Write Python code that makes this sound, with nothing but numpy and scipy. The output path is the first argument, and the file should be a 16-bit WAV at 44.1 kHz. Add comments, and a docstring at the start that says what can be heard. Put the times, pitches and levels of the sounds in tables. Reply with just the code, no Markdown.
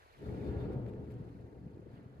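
"""Water washes softly along the hull on the right as a ship moves slowly through broken ice.
Over the ship's faint rumble a gust swells quickly, buffets the microphone and ebbs in lumps.
The gust is layered noise: deep buffeting, a boom that rings once as a hum, a hollow roar, thuds of
single eddies and a thin, whistling hiss off the ship's edges.
A few faint ticks and short fizzing crunches, probably ice, sit on top."""
import sys
import numpy as np
from scipy import signal
from scipy.fft import rfft, irfft, next_fast_len
from scipy.io import wavfile
from scipy.ndimage import uniform_filter1d, map_coordinates

SR = 44100
rng = np.random.default_rng(int(sys.argv[2]) if len(sys.argv) > 2 else 0)


def int16_out(signal):
    """Quantize to a 16-bit WAV file."""
    q = np.round(np.clip(np.atleast_2d(signal).T, -1, 1) * 32767)
    wavfile.write(sys.argv[1], SR, q.astype(np.int16))


N = 97020

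# Fader rides for the water and for each layer of the gust: t/s, level/dB
WASH_RIDE = [(0, -65), (.3, -62.5), (.65, -62), (.8, -71), (1.3, -69.5), (1.52, -74), (1.7, -73.5),
             (1.85, -74.5), (1.96, -67.5), (2.1, -74.5), (2.2, -72.5)]
FIZZ_RIDE = [(0, -80), (.15, -80), (.3, -78.5), (.48, -80), (.55, -83.5), (.72, -89), (.78, -87),
             (1.3, -86), (1.7, -89), (2.2, -88.5)]
AIR_RIDE = [(.25, -75), (.36, -86), (.48, -71), (.55, -92), (.61, -71), (.68, -86), (.78, -100)]
HISS_RIDE = [(0, -87), (.17, -80), (.27, -63.5), (.36, -66), (.5, -62), (.66, -62.5), (.78, -65),
             (.95, -70), (1.25, -70), (1.55, -75), (2.2, -69.5)]
BUFFET_RIDE = [(0.16, -70.5), (0.28, -41.5), (0.41, -52.5), (0.48, -46), (0.74, -46.5), (0.94, -54),
               (1.07, -48.5), (1.11, -54), (1.31, -56.5), (1.45, -55.5), (1.51, -65), (1.58, -54.5),
               (1.87, -62.5), (2.12, -80.5), (2.2, -45.5)]
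BOOM_RIDE = [(0.16, -73), (0.19, -59.5), (0.27, -46.5), (0.57, -43.5), (0.64, -41), (0.72, -48.5),
             (0.77, -37.5), (0.81, -43), (0.93, -47.5), (1.0, -44), (1.04, -50.5), (1.15, -48),
             (1.47, -53.5), (1.52, -66.5), (1.63, -49.5), (1.7, -55.5), (1.9, -56.5), (2.2, -57.5)]
ROAR_RIDE = [(0.16, -74.5), (0.22, -51), (0.3, -45.5), (0.36, -47.5), (0.47, -41.5), (0.61, -45.5),
             (0.71, -42.5), (0.77, -46), (1.37, -56.5), (1.76, -57.5), (1.82, -63), (1.99, -59), (2.2, -64)]
# Tone colour of each noise layer: f/Hz, relative level/dB
RUMBLE_EQ = [(15, -16), (38, -2), (85, 3), (130, -13), (200, -25.5), (600, -40.5), (2000, -94)]
WASH_EQ = [(40, -5), (90, -6.5), (180, -12.5), (400, 2.5), (750, 3), (1000, 0.5), (1450, 1), (2200, -4),
           (3400, -11.5), (4300, -12.5), (6000, -27), (12000, -39), (16000, -42)]
FIZZ_EQ = [(1500, -44), (4000, 11), (6000, 12.5), (8500, 8), (12000, 10), (14000, 0.5), (15500, -30)]
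CRUNCH_EQ = [(500, -63), (1300, 13.5), (2200, 8.5), (3200, -2), (4300, -8.5), (6000, -19), (12000, -23),
             (15500, -28)]
AIR_EQ = [(2200, -27.5), (3420, -7), (3590, 9), (3800, -6), (4230, -14), (4370, 7), (4560, -11),
          (6500, -19.5)]
HISS_EQ = [(300, -27), (600, 7), (900, -2.5), (1080, -1.5), (1600, -6), (2200, -14), (3100, -21),
           (4200, -25.5), (5500, -35.5), (9000, -34), (15000, -49)]
BUFFET_EQ = [(15, -33), (30, -22), (48, -10), (60, -4), (74, 2.5), (88, -12), (120, -4.5), (300, -53),
             (900, -76)]
BOOM_EQ = [(60, -41.5), (90, -0.5), (124, 7.5), (145, -3.5), (200, -1), (240, -16.5), (400, -37),
           (900, -110)]
ROAR_EQ = [(120, -30.5), (200, 1), (270, 0.5), (340, 0.5), (490, -2), (550, -10.5), (640, -12.5),
           (770, -17.5), (820, -16), (900, -18.5), (1050, -30), (1600, -44.5), (4000, -89)]
# Stereo images: f/Hz, left-right correlation (1 is narrow, 0 is wide)
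WASH_IMAGE = [(100, 0.35), (400, 1), (650, 0.46), (1300, 0.92), (2500, 0.32), (4500, 0.44), (9000, 0.086)]
FIZZ_IMAGE = [(3000, 0.244), (10000, 0.067)]
HISS_IMAGE = [(500, 0.23), (1200, -0.15), (3000, 0.043), (8000, 0.56)]
WIND_IMAGE = [(50, 0.91), (160, 0.97), (300, 0.79), (480, 0.77), (650, 0.83), (900, 0), (3000, 0)]
# Resonances the wind excites, high whistles and low hollows: f/Hz, half width/Hz, relative level/dB
WHISTLE_PEAKS = [(1139, 17, 0.5), (1226, 11, 0.5), (1403, 43, 3), (1674, 20, 0.5), (1982, 8.9, 2)]
HOLLOW_PEAKS = [(281.5, 11.5, 0), (418.6, 5.65, 1.5), (499.2, 3.9, -6), (745, 8, -17), (910, 11, -17.5)]
# Fizzing crunches: crest t/s, half length/s, level/dB, tilt/(dB per octave), left over right/dB
CRUNCH_CUES = [(0.729, 0.015, -69, 4.5, 7.5), (0.886, 0.013, -67, 4, 2), (1.117, 0.0094, -71, 6, 12),
               (1.95, 0.021, -74, 4.5, -2)]
# Dry ticks: t/s, peak level/dB, f/Hz, left over right/dB
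TICK_CUES = [(.8645, -48, 2000, 8), (.937, -54, 2400, 4), (1.104, -56, 2300, 5), (1.141, -59, 7000, 7),
             (1.746, -61, 4000, 0)]
# The boom's single ring: crest t/s, half length/s, level/dB, f/Hz
HUM_CUE = (.851, .019, -39.5, 119)
# Eddies hitting the microphone: crest t/s, half length/s, level/dB, centre f/Hz
PUFF_CUES = [(0.486, 0.028, -39, 72), (0.568, 0.021, -40, 72), (0.752, 0.025, -45, 75),
             (1.214, 0.013, -43, 137), (1.669, 0.0064, -45.5, 145), (1.749, 0.0071, -48.5, 120),
             (1.774, 0.0019, -45, 236), (1.796, 0.0023, -45, 304), (1.828, 0.0051, -55.5, 396),
             (1.867, 0.0057, -49, 326), (1.94, 0.0036, -43.5, 153), (1.974, 0.0074, -50, 130),
             (2.066, 0.0034, -46.5, 148)]

WASH_LAG_MS, WIND_LAG_MS, HISS_LAG_MS = 0.437, -0.15, -0.413  # left ear behind the right
BUFFET_TRIM_DB, ROAR_TRIM_DB = -0.5, 1.5
BUFFET_PAN_DB, BOOM_PAN_DB, ROAR_PAN_DB = 1.7, 2.5, 1.5  # left over right
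RUMBLE_DB = -69
WHISTLE_DB, HOLLOW_DB = -4.5, -4.5  # against the hiss at its top; against the roar's broad noise
BOOM_DRIFT, HOLLOW_DRIFT, DRIFTS_PER_S = .06, .004, 9  # pitch wander: two shares and their pace
TICK_CYCLES = 5.2  # cycles of ringing until a tick is 60 dB down
TOP_HZ = 15600


def amp(db):
    """Decibels to gain."""
    return 10 ** (np.asarray(db) / 20)


def unit(x):
    """Scale to rms 1."""
    return x / np.sqrt(np.mean(x ** 2) + 1e-20)


def pan(db):
    """Left and right gains for a level difference; positive leans left."""
    return amp(np.array([[db], [-db]]) / 2)


def ride(points):
    """A fader ride in dB, one value per sample."""
    times, levels = np.transpose(points)
    return np.interp(np.arange(N) / SR, times, levels)


def gust_gain(points):
    """Gain along a ride that rises out of calm air just before its first point."""
    fade_in = np.clip(np.arange(N) / SR / points[0][0], 0, 1) ** 8
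    return amp(ride(points)) * fade_in


def swell(crest_s, half_s):
    """A bell-shaped rise and fall around a moment."""
    return np.exp(-.5 * ((np.arange(N) / SR - crest_s) / half_s) ** 2)


def burst(start_s, t60_s):
    """An envelope that snaps up to about half gain and dies away."""
    age = np.arange(N) / SR - start_s
    attack = np.clip(age * SR / 20, 0, 1)
    return .5 * attack * amp(-60 * np.abs(age) / t60_s)


def wobble(rate):
    """A smooth random curve, rate knots a second."""
    knots = rng.standard_normal(int(N * rate / SR) + 4)
    return map_coordinates(knots, [np.arange(N) * rate / SR])


def along(points, hz):
    """Read a curve on a log frequency axis."""
    freqs, values = np.transpose(points)
    return np.interp(np.log(hz + 1), np.log(freqs + 1), values)


def eq(points):
    """Filter response of an EQ curve."""
    return lambda hz: amp(along(points, hz))


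def resonances(peaks):
    """Filter response of a set of narrow peaks."""
    return lambda hz: sum(amp(db) / (1 + ((hz - centre) / width) ** 2) for centre, width, db in peaks)


def band(centre_hz, octaves):
    """Filter response of one broad bell."""
    return lambda hz: np.exp(-.5 * (np.log2((hz + 1) / centre_hz) / octaves) ** 2)


def filtered(x, response):
    """Run x through a complex frequency response."""
    size = next_fast_len(N + SR // 2)
    hz = np.fft.rfftfreq(size, 1 / SR)
    return irfft(rfft(x, size) * response(hz), size)[..., :N]


def noise(response, image, lag_ms):
    """Stereo noise of rms 1 with a tone colour, an image and a lag between the sides."""
    def mid_side(hz):
        angle = np.arccos(np.clip(along(image, hz), -1, 1)) / 2
        return response(hz) * [np.cos(angle), np.sin(angle)]

    mid, side = filtered(rng.standard_normal((2, N)), mid_side)
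    stereo = np.array([mid + side, mid - side])
    delay_s = np.array([[.5], [-.5]]) * lag_ms / 1000
    return unit(filtered(stereo, lambda hz: np.exp(-2j * np.pi * hz * delay_s)))


def steady(x, samples=2000):
    """Level out a noise's chance swells, so that the fader shapes it."""
    power = uniform_filter1d(np.mean(x ** 2, axis=0), samples)
    return x / np.sqrt(np.abs(power) + 1e-9)


def drift(x, share):
    """Let the pitch of a stereo sound wander by a share of itself."""
    position = np.arange(N) + np.cumsum(share * wobble(DRIFTS_PER_S))
    return np.array([map_coordinates(side, [position], mode="mirror") for side in x])


def ship_rumble():
    """The bed: the vessel's steady, faint rumble."""
    return amp(RUMBLE_DB) * steady(noise(eq(RUMBLE_EQ), image=[(60, 0.38)], lag_ms=0), samples=3000)


def splashes(x, depth_db):
    """Small splashes and bubbles: brief patches of random gain in time and frequency."""
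    spectra = signal.stft(x, nperseg=256)[2]
    patches = uniform_filter1d(rng.standard_normal(spectra.shape[1:]), size=3, axis=0)
    patches = unit(uniform_filter1d(patches, size=4, axis=1))
    dappled = signal.istft(spectra * amp(depth_db * patches))[1]
    return unit(dappled[:, :N])


def hull_wash():
    """Water washes along the hull with a fine, flickering fizz, arriving from the right."""
    wash = noise(eq(WASH_EQ), WASH_IMAGE, WASH_LAG_MS)
    fizz = noise(eq(FIZZ_EQ), FIZZ_IMAGE, WASH_LAG_MS)
    wash = amp(ride(WASH_RIDE)) * splashes(wash, depth_db=2.8) * pan(db=-0.5)
    flicker_db = 1.7 * wobble(rate=430)
    return wash + amp(ride(FIZZ_RIDE) + flicker_db) * fizz


def ice_crunches():
    """Short swells of bright, grainy fizz."""
    out = np.zeros((2, N))
    for crest_s, half_s, db, tilt, pan_db in CRUNCH_CUES:
        tilted_eq = lambda hz: amp(along(CRUNCH_EQ, hz) + tilt * np.log2(hz + 1))
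        fizz = noise(tilted_eq, FIZZ_IMAGE, WASH_LAG_MS)
        grit_db = 2.2 * wobble(rate=700)
        out += amp(db) * swell(crest_s, half_s) * unit(fizz * amp(grit_db)) * pan(pan_db)
    return out


def ice_ticks():
    """Tiny dry cracks that die within a few cycles, each over a duller, rough burst."""
    out = np.zeros((2, N))
    for start_s, db, hz, pan_db in TICK_CUES:
        cycles = np.maximum(np.arange(N) / SR - start_s, 0) * hz
        snap = amp(db - 60 * cycles / TICK_CYCLES) * np.sin(2 * np.pi * cycles)
        rough = noise(band(.75 * hz, octaves=.7), FIZZ_IMAGE, lag_ms=0)
        body = amp(db - 21) * burst(start_s, t60_s=.02) * rough
        out += (snap + body) * pan(pan_db)
    return out


def gust_air():
    """An airy top end that comes through while the gust is strongest."""
    return gust_gain(AIR_RIDE) * noise(eq(AIR_EQ), HISS_IMAGE, HISS_LAG_MS)


def edge_hiss():
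    """The gust hisses over the ship's edges on the left and whistles faintly when it is strongest."""
    hiss_db = ride(HISS_RIDE)
    whistle_gain = amp(WHISTLE_DB + hiss_db - hiss_db.max())
    whistle = whistle_gain * noise(resonances(WHISTLE_PEAKS), HISS_IMAGE, HISS_LAG_MS)
    flutter_db = wobble(rate=120)
    hiss = noise(eq(HISS_EQ), HISS_IMAGE, HISS_LAG_MS)
    return amp(hiss_db + flutter_db) * (hiss + whistle)


def boom_hum():
    """The boom rings briefly on one low pitch as the gust passes its top."""
    crest_s, half_s, db, hz = HUM_CUE
    tone = np.sqrt(2) * np.sin(2 * np.pi * (hz * np.arange(N) / SR + rng.random()))
    return amp(db) * swell(crest_s, half_s) * tone * pan(BOOM_PAN_DB)


def eddy_puffs():
    """Single eddies thud on the microphone: long and deep in the gust, short flutters as it ebbs."""
    out = np.zeros((2, N))
    for crest_s, half_s, db, hz in PUFF_CUES:
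        envelope = swell(crest_s, half_s)
        thud = envelope * noise(band(hz, octaves=0.42), WIND_IMAGE, WIND_LAG_MS)
        out += amp(db) * unit(thud) * np.sqrt(np.mean(envelope ** 2))
    return out * pan(BOOM_PAN_DB)


def gust_body():
    """Wind on the microphone: deep buffeting, a boom and a hollow roar, all fluttering with the eddies."""
    blow = lambda response: noise(response, WIND_IMAGE, WIND_LAG_MS)
    buffet = steady(blow(eq(BUFFET_EQ)))
    boom = steady(drift(blow(eq(BOOM_EQ)), BOOM_DRIFT))
    broad = blow(eq(ROAR_EQ))
    hollows = drift(blow(resonances(HOLLOW_PEAKS)), HOLLOW_DRIFT)
    roar = steady(broad + amp(HOLLOW_DB) * hollows)
    eddy_db = wobble(rate=80)
    return (gust_gain(BUFFET_RIDE) * amp(BUFFET_TRIM_DB + eddy_db) * buffet * pan(BUFFET_PAN_DB)
            + gust_gain(BOOM_RIDE) * amp(eddy_db) * boom * pan(BOOM_PAN_DB)
            + gust_gain(ROAR_RIDE) * amp(ROAR_TRIM_DB + 0.89 * eddy_db) * roar * pan(ROAR_PAN_DB))


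def scene():
    """The open-air mix: wind up front, with ship, water and ice behind it."""
    wind = gust_body() + eddy_puffs() + boom_hum() + edge_hiss() + gust_air()
    return wind + ship_rumble() + hull_wash() + ice_ticks() + ice_crunches()


def record(dry):
    """A brick-wall low-pass takes off the very top."""
    return filtered(dry, lambda hz: hz < TOP_HZ)


dry = scene()
out = record(dry)
int16_out(out)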